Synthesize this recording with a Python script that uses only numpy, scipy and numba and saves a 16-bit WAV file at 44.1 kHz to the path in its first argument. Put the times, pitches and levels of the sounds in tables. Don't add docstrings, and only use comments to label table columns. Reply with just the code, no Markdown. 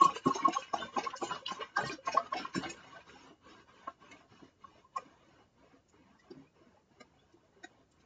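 import sys
import numpy as np
from scipy import signal
from scipy.fft import rfft, irfft
from scipy.io import wavfile
from numba import njit

SR = 44100
rng = np.random.default_rng(int(sys.argv[2]) if len(sys.argv) > 2 else 0)


def wav_out(sig):
    wavfile.write(sys.argv[1], SR, np.round(np.clip(np.atleast_2d(sig).T, -1, 1) * 32767).astype(np.int16))


N = 355005
TIME = np.arange(N) / SR
FREQ = np.maximum(np.arange(N // 2 + 1) * SR / N, 1)


def undb(db):
    return 10 ** (np.asarray(db) / 20)


def unit(x):
    return x / np.sqrt(np.mean(x ** 2) + 1e-20)


def split(db, upper_db):
    lower = db - 10 * np.log10(1 + undb(upper_db) ** 2)
    return lower, lower + upper_db


def colour(points):
    hz, db = np.transpose(points)
    return undb(np.interp(np.log(FREQ), np.log(hz), db))


def shaped(x, gain):
    return irfft(rfft(x, N) * gain, N)


def band(x, low_hz, high_hz):
    return signal.sosfilt(signal.butter(4, [low_hz, high_hz], "bandpass", fs=SR, output="sos"), x)


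def low_pass(x, hz):
    return signal.sosfilt(signal.ellip(10, .2, 70, hz, fs=SR, output="sos"), x)


def swell(crest, rise, fall, attack, decay):
    span = np.arange(max(int((crest - 5 * rise) * SR), 0), min(int((crest + 7 * fall) * SR), N))
    t = span / SR - crest
    flanks = np.where(t < 0, np.abs(t / rise) ** attack, np.abs(t / fall) ** decay)
    return span, t, np.exp(-.8 * flanks)


def at_level(x, envelope, db):
    burst = x * envelope
    return burst * undb(db) / np.sqrt(np.sum(burst ** 2) / np.sum(envelope ** 2) + 1e-20)


def chirp(hz, t, glide, seconds):
    pitch = hz * (1 + glide * np.tanh(t / seconds))
    return np.sin(rng.uniform(0, 2 * np.pi) + 2 * np.pi * np.cumsum(pitch) / SR)


@njit
def ring_bubbles(starts, hz, cycles, sizes, glide):
    out = np.zeros(N)
    for k in range(len(starts)):
        life = cycles[k] * SR / hz[k]
        step = np.exp(2j * np.pi * hz[k] / SR - 1 / life)
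        bend = np.exp(2j * np.pi * hz[k] / SR * glide / life)
        phasor = sizes[k] + 0j
        for i in range(starts[k], min(starts[k] + int(5 * life), N)):
            out[i] += phasor.imag
            phasor *= step
            step *= bend
    return out


def bubbles(low_hz, high_hz, cycles, spread_db, glide, count):
    when, pitch, life, size, sign = rng.random((count, 5)).T
    starts = (when * N).astype(np.int64)
    hz = low_hz * (high_hz / low_hz) ** pitch
    sizes = undb(-spread_db * np.log(.02 + size)) * hz * np.sign(sign - .5)
    return unit(ring_bubbles(starts, hz, cycles * (.5 + life), sizes, float(glide)))


def echoes(x, t60, wet_db, delay_s=0.0018):
    t = TIME[:SR // 2]
    tail = rng.standard_normal(len(t)) * undb(-60 * t / t60) * (t > delay_s)
    tail /= np.sqrt(np.sum(tail ** 2))
    return x + undb(wet_db) * signal.fftconvolve(x, tail)[:N]


def room_tone(db=-71):
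    # (frequency [Hz], relative level [dB])
    spectrum = [(25, -20.5), (50, -9.5), (80, -1.5), (150, -6), (300, -9.5), (500, -12), (800, -18.5),
                (1200, -21), (3000, -30.5), (7000, -31)]
    return undb(db) * unit(shaped(rng.standard_normal(N), colour(spectrum)))


def thin_ring(hz=2925, width_hz=24, db=-66.5, fade_db_per_s=-5):
    tone = shaped(rng.standard_normal(N), 1 / (1 + ((FREQ - hz) / width_hz) ** 2))
    return unit(tone) * undb(db + fade_db_per_s * TIME)


def bottle():
    # (frequency [Hz], width [Hz], level over the direct sound [dB])
    modes = [(263.9, 80, 0.5), (411.8, 110, -1.5), (1106.5, 70, 4), (1410, 25, -2), (1518, 25, 6.5),
             (1597, 45, 7), (2087, 14, -1), (2220, 29, 4.5), (2660, 26, 2), (2904, 59, 14), (3310, 17, -1),
             (3570, 38, 3), (3800, 230, 2), (4170, 60, 2.5), (4170, 65, 1.5), (5446, 77, 9.5),
             (6420, 30, 9.5), (6820, 340, 7)]
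    power = sum(undb(2 * db) / (1 + (2 * (FREQ - hz) / width) ** 2) for hz, width, db in modes)
    return np.sqrt(1 + power)


def drips(glide=0.014, lag_s_per_octave=0.00099):
    # (crest time [s], level [dB], fall [s], tones as (pitch [Hz], relative level [dB]))
    drops = [(1.467, -41, 0.0058, [(3337, 0.5), (2750, -9), (4000, 0)]), (3.882, -44.5, .006, [(1334, 1),
             (1068, 3.5), (569, -6)]), (4.98, -45, .007, [(734, -1.5), (511, -8.5), (1198, 2.5), (1940, -6),
             (2400, -5)]), (7.011, -54.5, .007, [(248, 1), (480, -0.5), (610, -0.5), (730, -4),
             (1210, -1.5), (1620, -5), (2100, -3), (2250, -5), (2900, -9), (4020, -7.5), (5480, -15),
             (5740, -18), (7140, -10.5)]), (7.645, -46.5, 0.0057, [(328, -0.5), (727, -1), (1520, -5.5),
             (1880, 0), (2450, -13.5), (3800, -5.5), (6840, -9)])]
    out = np.zeros(N)
    for crest, level_db, fall, tones in drops:
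        for hz, db in tones:
            lag = lag_s_per_octave * np.log2(1500 / hz)
            span, t, envelope = swell(crest + lag, .75 * fall, fall, attack=1.25, decay=1.3)
            out[span] += at_level(chirp(hz, t, glide, fall), envelope, level_db + db)
    return out


def pips(rise_s=0.0035, fall_s=0.0091, glide=.04, gain_db=-1):
    # (crest time [s], level before gain [dB], pitch [Hz])
    lone_bubbles = [(0.065, -42, 153), (0.289, -53, 757), (0.384, -43, 907), (0.557, -35, 794),
                    (0.586, -40, 515), (0.741, -43.5, 5400), (0.746, -33, 808), (0.805, -39, 647),
                    (0.886, -46.5, 1053), (0.971, -37.5, 253), (1.002, -49, 705), (1.157, -45.5, 528),
                    (1.222, -39, 262), (1.319, -34, 1356), (1.428, -48, 522), (1.487, -39, 1022),
                    (1.773, -41, 1602), (1.811, -36, 1492), (1.814, -39.5, 406), (1.841, -38, 433),
                    (1.864, -49, 5370), (1.902, -39, 387), (1.989, -46, 524), (2.093, -37.5, 870),
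                    (2.15, -35.5, 790), (2.202, -37.5, 1250), (2.262, -45, 1227), (2.333, -38.5, 614),
                    (2.564, -39, 1590), (2.929, -49.5, 1095), (3.161, -52, 816), (3.463, -54, 1103),
                    (3.513, -55, 308), (4.025, -52.5, 1090), (4.123, -49.5, 2130), (4.143, -51, 288),
                    (4.319, -56, 112), (4.85, -55, 1020), (5.027, -52.5, 492), (5.069, -56, 214),
                    (5.276, -59, 316), (5.39, -60, 290), (5.742, -55.5, 273), (6.01, -60.5, 258),
                    (6.06, -59, 189), (6.11, -60, 204), (6.198, -61, 1920), (6.473, -67.5, 2430),
                    (6.619, -58, 342), (6.673, -57, 238), (6.774, -61, 835), (7.195, -66, 3380),
                    (7.344, -55, 340), (7.573, -59.5, 379)]
    out = np.zeros(N)
    for crest, db, hz in lone_bubbles:
        span, t, envelope = swell(crest, rise_s, fall_s, attack=.91, decay=1)
        out[span] += at_level(chirp(hz, t, glide, fall_s), envelope, db + gain_db)
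    return out


def sprays(body, spatter_db=-16, gain_db=-1):
    # (crest time [s], level before gain [dB],
    # coarse drops' centre [Hz], fine drops' centre [Hz], fine over coarse [dB], fall [s])
    showers = [(0.02, -41, 2830, 6000, -4.5, 0.026), (0.048, -42.5, 2870, 5900, 25, 0.01),
               (0.165, -41.5, 2200, 5270, -5.5, 0.018), (0.282, -48, 2700, 6530, 10, 0.011),
               (0.354, -40.5, 2280, 4660, 9, 0.018), (0.486, -47, 2000, 6700, 18, 0.0055),
               (0.537, -37.5, 2000, 4600, 1.5, 0.011), (0.597, -51.5, 2630, 5630, 4, 0.025),
               (0.631, -56, 1500, 4040, -6, 0.01), (0.7, -60, 1920, 4200, -6, 0.021),
               (0.743, -44, 1980, 5430, 1.5, 0.0085), (0.792, -51.5, 2750, 4050, -11, 0.016),
               (0.991, -40, 2070, 5200, -2, 0.011), (1.044, -43, 1900, 4750, 0.5, 0.011),
               (1.109, -49.5, 2420, 4460, -10, 0.0082), (1.146, -51.5, 1450, 3850, -16, 0.021),
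               (1.171, -45, 2420, 6200, 9.5, 0.011), (1.24, -48, 2580, 5670, 26, 0.027),
               (1.317, -39.5, 1220, 3250, -18, 0.016), (1.354, -52, 2330, 3800, 13, 0.0044),
               (1.465, -31.5, 3740, 4550, -24, 0.0032), (1.487, -40.5, 2100, 4220, 4, 0.014),
               (1.523, -47, 1940, 5600, 2, 0.02), (1.619, -42.5, 1880, 3900, -4.5, 0.018),
               (1.775, -29.5, 1320, 4800, -12.5, 0.011), (1.8, -37.5, 1430, 5160, -26, 0.015),
               (1.867, -45.5, 2770, 6070, 8, 0.023), (1.924, -41.5, 1570, 4500, -0.5, 0.018),
               (2.066, -50.5, 2410, 4800, 17, 0.0092), (2.087, -39.5, 1960, 4670, -11, 0.013),
               (2.133, -40, 2050, 4980, 1, 0.016), (2.179, -41, 1630, 3940, -7, 0.013),
               (2.27, -57, 2100, 3670, 7, 0.0074), (2.339, -39, 1680, 3900, -6.5, 0.0075),
               (2.388, -41.5, 2160, 4370, -2, 0.03), (2.561, -39.5, 2000, 5830, 1.5, 0.022),
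               (2.642, -41, 1600, 3640, -2.5, 0.013), (2.664, -42.5, 1720, 3700, -17, 0.0087),
               (2.703, -41, 2100, 5660, 2.5, 0.011), (2.81, -57, 1660, 3780, -26, .009),
               (2.966, -47, 1350, 3820, -17, 0.0069), (3.098, -53.5, 1940, 5300, -25, 0.0066),
               (3.515, -63.5, 2270, 4200, 5, 0.026), (3.882, -51, 1440, 3600, -13.5, 0.0069),
               (4.119, -52.5, 2000, 5400, -3, 0.0076), (4.972, -50, 2460, 6900, 8, 0.0094),
               (4.977, -55, 2070, 4030, -25, 0.0087), (5.896, -68, 2280, 6780, 14.5, 0.012),
               (6.2, -70.5, 2405, 4690, 19, 0.014), (6.315, -59, 1466, 3920, 9, 0.0086),
               (7.012, -57, 1650, 4780, 1, 0.0076), (7.329, -74.5, 2430, 5180, 12, 0.0087),
               (7.643, -53, 1660, 4750, -5, 0.011), (7.922, -71.5, 2380, 5300, 11, 0.011),
               (8.008, -73, 2430, 4660, 11, 0.014)]
    out = np.zeros(N)
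    crowd = bubbles(900, 8500, cycles=85, spread_db=4.5, glide=0.006, count=9000)
    ticks = bubbles(1800, 8500, cycles=1.5, spread_db=5, glide=0, count=14000)
    crowd = shaped(echoes(crowd, t60=.16, wet_db=9), body)
    ticks = shaped(ticks, body)
    for crest, level_db, coarse_hz, fine_hz, fine_db, fall in showers:
        span, _, envelope = swell(crest, .83 * fall, fall, attack=2.1, decay=1.3)
        low_db, high_db = split(level_db + gain_db, fine_db)
        for hz, db in (coarse_hz, low_db), (fine_hz, high_db):
            ratio = 1.26 + 0.029 * hz / 1000
            out[span] += at_level(band(crowd[span], hz / ratio, hz * ratio), envelope, db)
        out[span] += at_level(ticks[span], envelope, high_db + spatter_db)
    return out


def gulps(glide=0.081, froth_ratio=1.4, froth_db=-4, gain_db=-1):
    # (crest time [s], level before gain [dB], pitch [Hz],
    # overtone over fundamental [dB], thump over fundamental [dB], fundamental's fall [s])
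    pockets = [(0.021, -28, 335, -7, -13, 0.008), (0.05, -38.5, 340.5, -8.5, -13, .012),
               (0.165, -35.5, 436, -2.5, -41, .007), (0.268, -20.5, 266.3, -18, -11.5, 0.0072),
               (0.285, -29.5, 362.7, -5.5, -12, 0.012), (0.361, -34, 383.6, -2, -28, 0.011),
               (0.437, -41, 298, -13, -14, 0.026), (0.485, -26, 315.5, -1, -15.5, .009),
               (0.742, -27.5, 302, 14, -10, 0.0075), (0.982, -27, 360.6, 6.5, -15.5, 0.011),
               (1.042, -42.5, 462, -19, -26, .018), (1.232, -31, 349.4, -0.5, -24, .014),
               (1.315, -46, 329, 8, 4.5, 0.011), (1.522, -40, 354.5, 6.5, 2.5, .008),
               (1.607, -38.5, 434, -21, -34, 0.015), (1.786, -30, 361, 13, -25, .013),
               (1.849, -47, 247, -0.5, 7, 0.025), (1.936, -40, 302.3, -37, -35, .013),
               (2.083, -34.5, 306, 15, -7, .009), (2.151, -30.5, 273.6, 14.5, -12, 0.0088),
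               (2.178, -35, 292.7, 33, -6, .024), (2.361, -36, 321.4, 9, -21, 0.025),
               (2.409, -44.5, 282.5, -19, -24, 0.031), (2.563, -35.5, 335, -33, 0.5, 0.01),
               (2.582, -29, 264, -33, -10, 0.00585), (2.641, -39, 333.3, 37, 13, .016),
               (2.969, -53, 299, 19, -8, 0.022), (3.314, -53, 298.6, -8, -29, 0.017),
               (3.88, -42.5, 294, 5.5, -25, 0.0065), (4.428, -47, 273, -20, -18.5, 0.0086),
               (4.985, -50, 232.7, 14, -7, 0.012), (5.063, -54.5, 284, -28.5, -17, 0.014),
               (6.314, -42, 358, -22, -14, .01), (6.372, -52.5, 265, -17.5, -8, 0.04)]
    out = np.zeros(N)
    crowd = bubbles(41, 1500, cycles=8.2, spread_db=1.5, glide=0.13, count=7000)
    for crest, level_db, pitch, overtone_db, thump_db, length in pockets:
        low_db, high_db = split(level_db, overtone_db)
        rise = .65 * length
        fundamental = (pitch, low_db, length)
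        overtone = (2.25 * pitch, high_db, length)
        thump = (.54 * pitch, low_db + thump_db, 1.4 * length)
        for hz, db, fall in fundamental, overtone, thump:
            span, t, envelope = swell(crest, rise, fall, attack=1.8, decay=1.58)
            tone = unit(chirp(hz, t, glide, rise + fall))
            froth = unit(band(crowd[span], hz / froth_ratio, hz * froth_ratio))
            out[span] += at_level(tone + undb(froth_db) * froth, envelope, db + gain_db)
    return out


def plops(glide=0.0055, froth_ratio=1.3, froth_db=-8, froth_limit_db=-43, gain_db=1):
    # (crest time [s], level before gain [dB], pitch [Hz], fall [s])
    notes = [(0.0204, -15, 1100, 0.0065), (0.038, -25.5, 1077, 0.0036), (0.057, -19, 1088, 0.007),
             (0.093, -34, 1110, 0.0098), (0.164, -42, 1076, .002), (0.262, -29, 1083, .0035),
             (0.272, -27, 1079, 0.0076), (0.312, -26, 1083, 0.0054), (0.4, -37, 1102, 0.0097),
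             (0.458, -18.5, 1088, 0.0058), (0.481, -32, 1075, 0.0065), (0.57, -25.5, 1097, 0.0043),
             (0.74, -29, 1120, 0.004), (0.828, -39, 1102, .005), (0.971, -29, 1056, 0.0046),
             (1.073, -32, 1081, 0.006), (1.142, -37.5, 1034, .005), (1.222, -36.5, 1135, 0.0039),
             (1.317, -34, 1000, 0.0068), (1.363, -41, 1135, .005), (1.513, -36.5, 1048, .0055),
             (1.626, -37.5, 1101, .005), (1.771, -24.5, 1123, 0.002), (2.079, -28.5, 1076, 0.0042),
             (2.177, -18.5, 1098, .0038), (2.329, -29, 1069, 0.0039), (2.454, -34, 1063, 0.0038),
             (2.551, -37.5, 1084, .0035), (3.88, -38.5, 1066, 0.0048), (4.647, -45.5, 1095, 0.0042),
             (4.968, -30, 1074, 0.0046)]
    out = np.zeros(N)
    crowd = bubbles(600, 1900, cycles=6.3, spread_db=6.5, glide=0.026, count=5000)
    for crest, db, hz, fall in notes:
        span, t, envelope = swell(crest, 1.1 * fall, fall, attack=1.45, decay=1.5)
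        froth = band(crowd[span], hz / froth_ratio, hz * froth_ratio)
        out[span] += at_level(chirp(hz, t, glide, fall), envelope, db + gain_db)
        out[span] += at_level(froth, envelope, min(db + froth_db, froth_limit_db))
    return out


def funnel_flow(gush_db=-48, opening_s=0.021, closing_s=0.031, drain_s=0.004, choked_db=-32):
    # (time [s], level [dB])
    pour = [(0, -42.5), (.55, -48), (.78, -47.5), (1.15, -50), (1.36, -46.5), (1.65, -52), (1.8, -40.5),
            (2.2, -53.5), (2.68, -46.5), (2.76, -57.5), (3.75, -63), (4.1, -62), (4.7, -68.5), (5.02, -65),
            (5.15, -70), (6.35, -70), (6.75, -74.5), (7.4, -78), (7.7, -73.5)]
    # (start [s], end [s], extra churn [dB], extra fizz [dB])
    surges = [(0, 0.1, 0, -1.5), (0.267, 0.4, -18, -1.5), (0.4, 0.639, -17.5, -3), (0.762, 0.849, 0, 0),
              (0.947, 1.1, -6.5, -4), (1.236, 1.356, -3, 3), (1.491, 1.648, -10, -5.5),
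              (1.787, 1.89, -2, -5), (2.072, 2.257, -3.5, -5.5), (2.331, 2.465, -4.5, -3.5),
              (2.566, 2.74, -0.5, 0), (2.767, 3.011, -2.5, 0), (3.08, 3.294, 0.5, 3),
              (3.452, 3.604, 1.5, 2.5), (3.694, 3.902, -2, 1.5), (4.019, 4.213, 2.5, 1.5),
              (4.315, 4.475, 1, 3.5), (4.622, 4.802, 4.5, 3.5), (4.956, 5.178, 0.5, 3),
              (5.197, 5.425, 5, 4), (5.583, 5.769, 3.5, 1), (5.942, 6.157, 5, -1), (6.236, 6.445, 3, 2.5),
              (6.565, 6.778, 7, 3), (6.916, 7.474, 7, 5.5), (7.535, 7.82, 7, 4), (7.948, 8.086, 2, 0)]
    # (base level at a gush [dB], slope [dB per dB])
    crowds = [(-49.5, 1), (-47.5, 1.), (-52, 1.27)]
    flow_db = np.interp(TIME, *np.transpose(pour)) - gush_db
    gate = np.full((3, N), undb(choked_db))
    for start, end, churn_db, fizz_db in surges:
        span = np.flatnonzero((TIME > start - .1) & (TIME < end + .2))
        t = TIME[span]
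        release = closing_s + drain_s * undb(flow_db[span].mean())
        flanks = np.maximum(start - t, 0) / opening_s + np.maximum(t - end, 0) / release
        opened = np.outer(undb([churn_db, 0, fizz_db]), np.exp(-flanks ** 1.08))
        gate[:, span] = np.maximum(gate[:, span], opened)
    return gate * undb([db + slope * flow_db for db, slope in crowds])


def stream(body, gains_db=(0, -1, -1), coarse_from_db=(-60, -57, -57)):
    # (frequency [Hz], gain [dB])
    spectrum = [(30, -22), (60, -4), (110, -1.5), (200, 1), (290, 1.5), (450, 0.5), (700, 0), (850, -3.5),
                (1500, -15), (2200, -16.5), (3000, -15), (4000, -19), (5000, -20), (7000, -23)]
    gain = body * colour(spectrum)
    gentle = [band(bubbles(45, 900, cycles=7.5, spread_db=2, glide=0.029, count=1700), 25, 1300),
              band(bubbles(900, 2600, cycles=28, spread_db=2.5, glide=0.01, count=5000), 740, 3300),
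              band(bubbles(2600, 7800, cycles=130, spread_db=2, glide=0.0033, count=8000), 1900, 6800)]
    coarse = [bubbles(55, 950, cycles=16, spread_db=2, glide=0.028, count=1100),
              bubbles(900, 2600, cycles=42, spread_db=5, glide=0.017, count=900),
              bubbles(2600, 7800, cycles=98, spread_db=7.5, glide=0.003, count=1700)]
    out = np.zeros(N)
    for k, strength in enumerate(funnel_flow()):
        coarse_share = strength ** 2 / (strength ** 2 + undb(coarse_from_db[k]) ** 2)
        crowd = np.sqrt(1 - coarse_share) * unit(shaped(gentle[k], gain))
        crowd += np.sqrt(coarse_share) * unit(shaped(coarse[k], gain))
        out += undb(gains_db[k]) * strength * crowd
    return out


def scene(room_delay_s=.011):
    body = bottle()
    water = pips() + gulps() + sprays(body) + stream(body)
    water = echoes(water, t60=0.12, wet_db=-11.5, delay_s=room_delay_s)
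    notes = echoes(plops() + drips(), t60=0.075, wet_db=-15, delay_s=room_delay_s)
    return (water + notes + room_tone() + thin_ring())[None]


def record(dry, passband_hz=7400, sampling_hz=16000, top_hz=15700):
    heard = low_pass(dry, passband_hz)
    mirror = heard * 2 * np.cos(2 * np.pi * sampling_hz * TIME)
    leak = colour([(8600, -10.5), (9600, -42), (12000, -46), (15000, -60)])
    return low_pass(heard + shaped(mirror, leak), top_hz)


dry = scene()
out = record(dry)
wav_out(out)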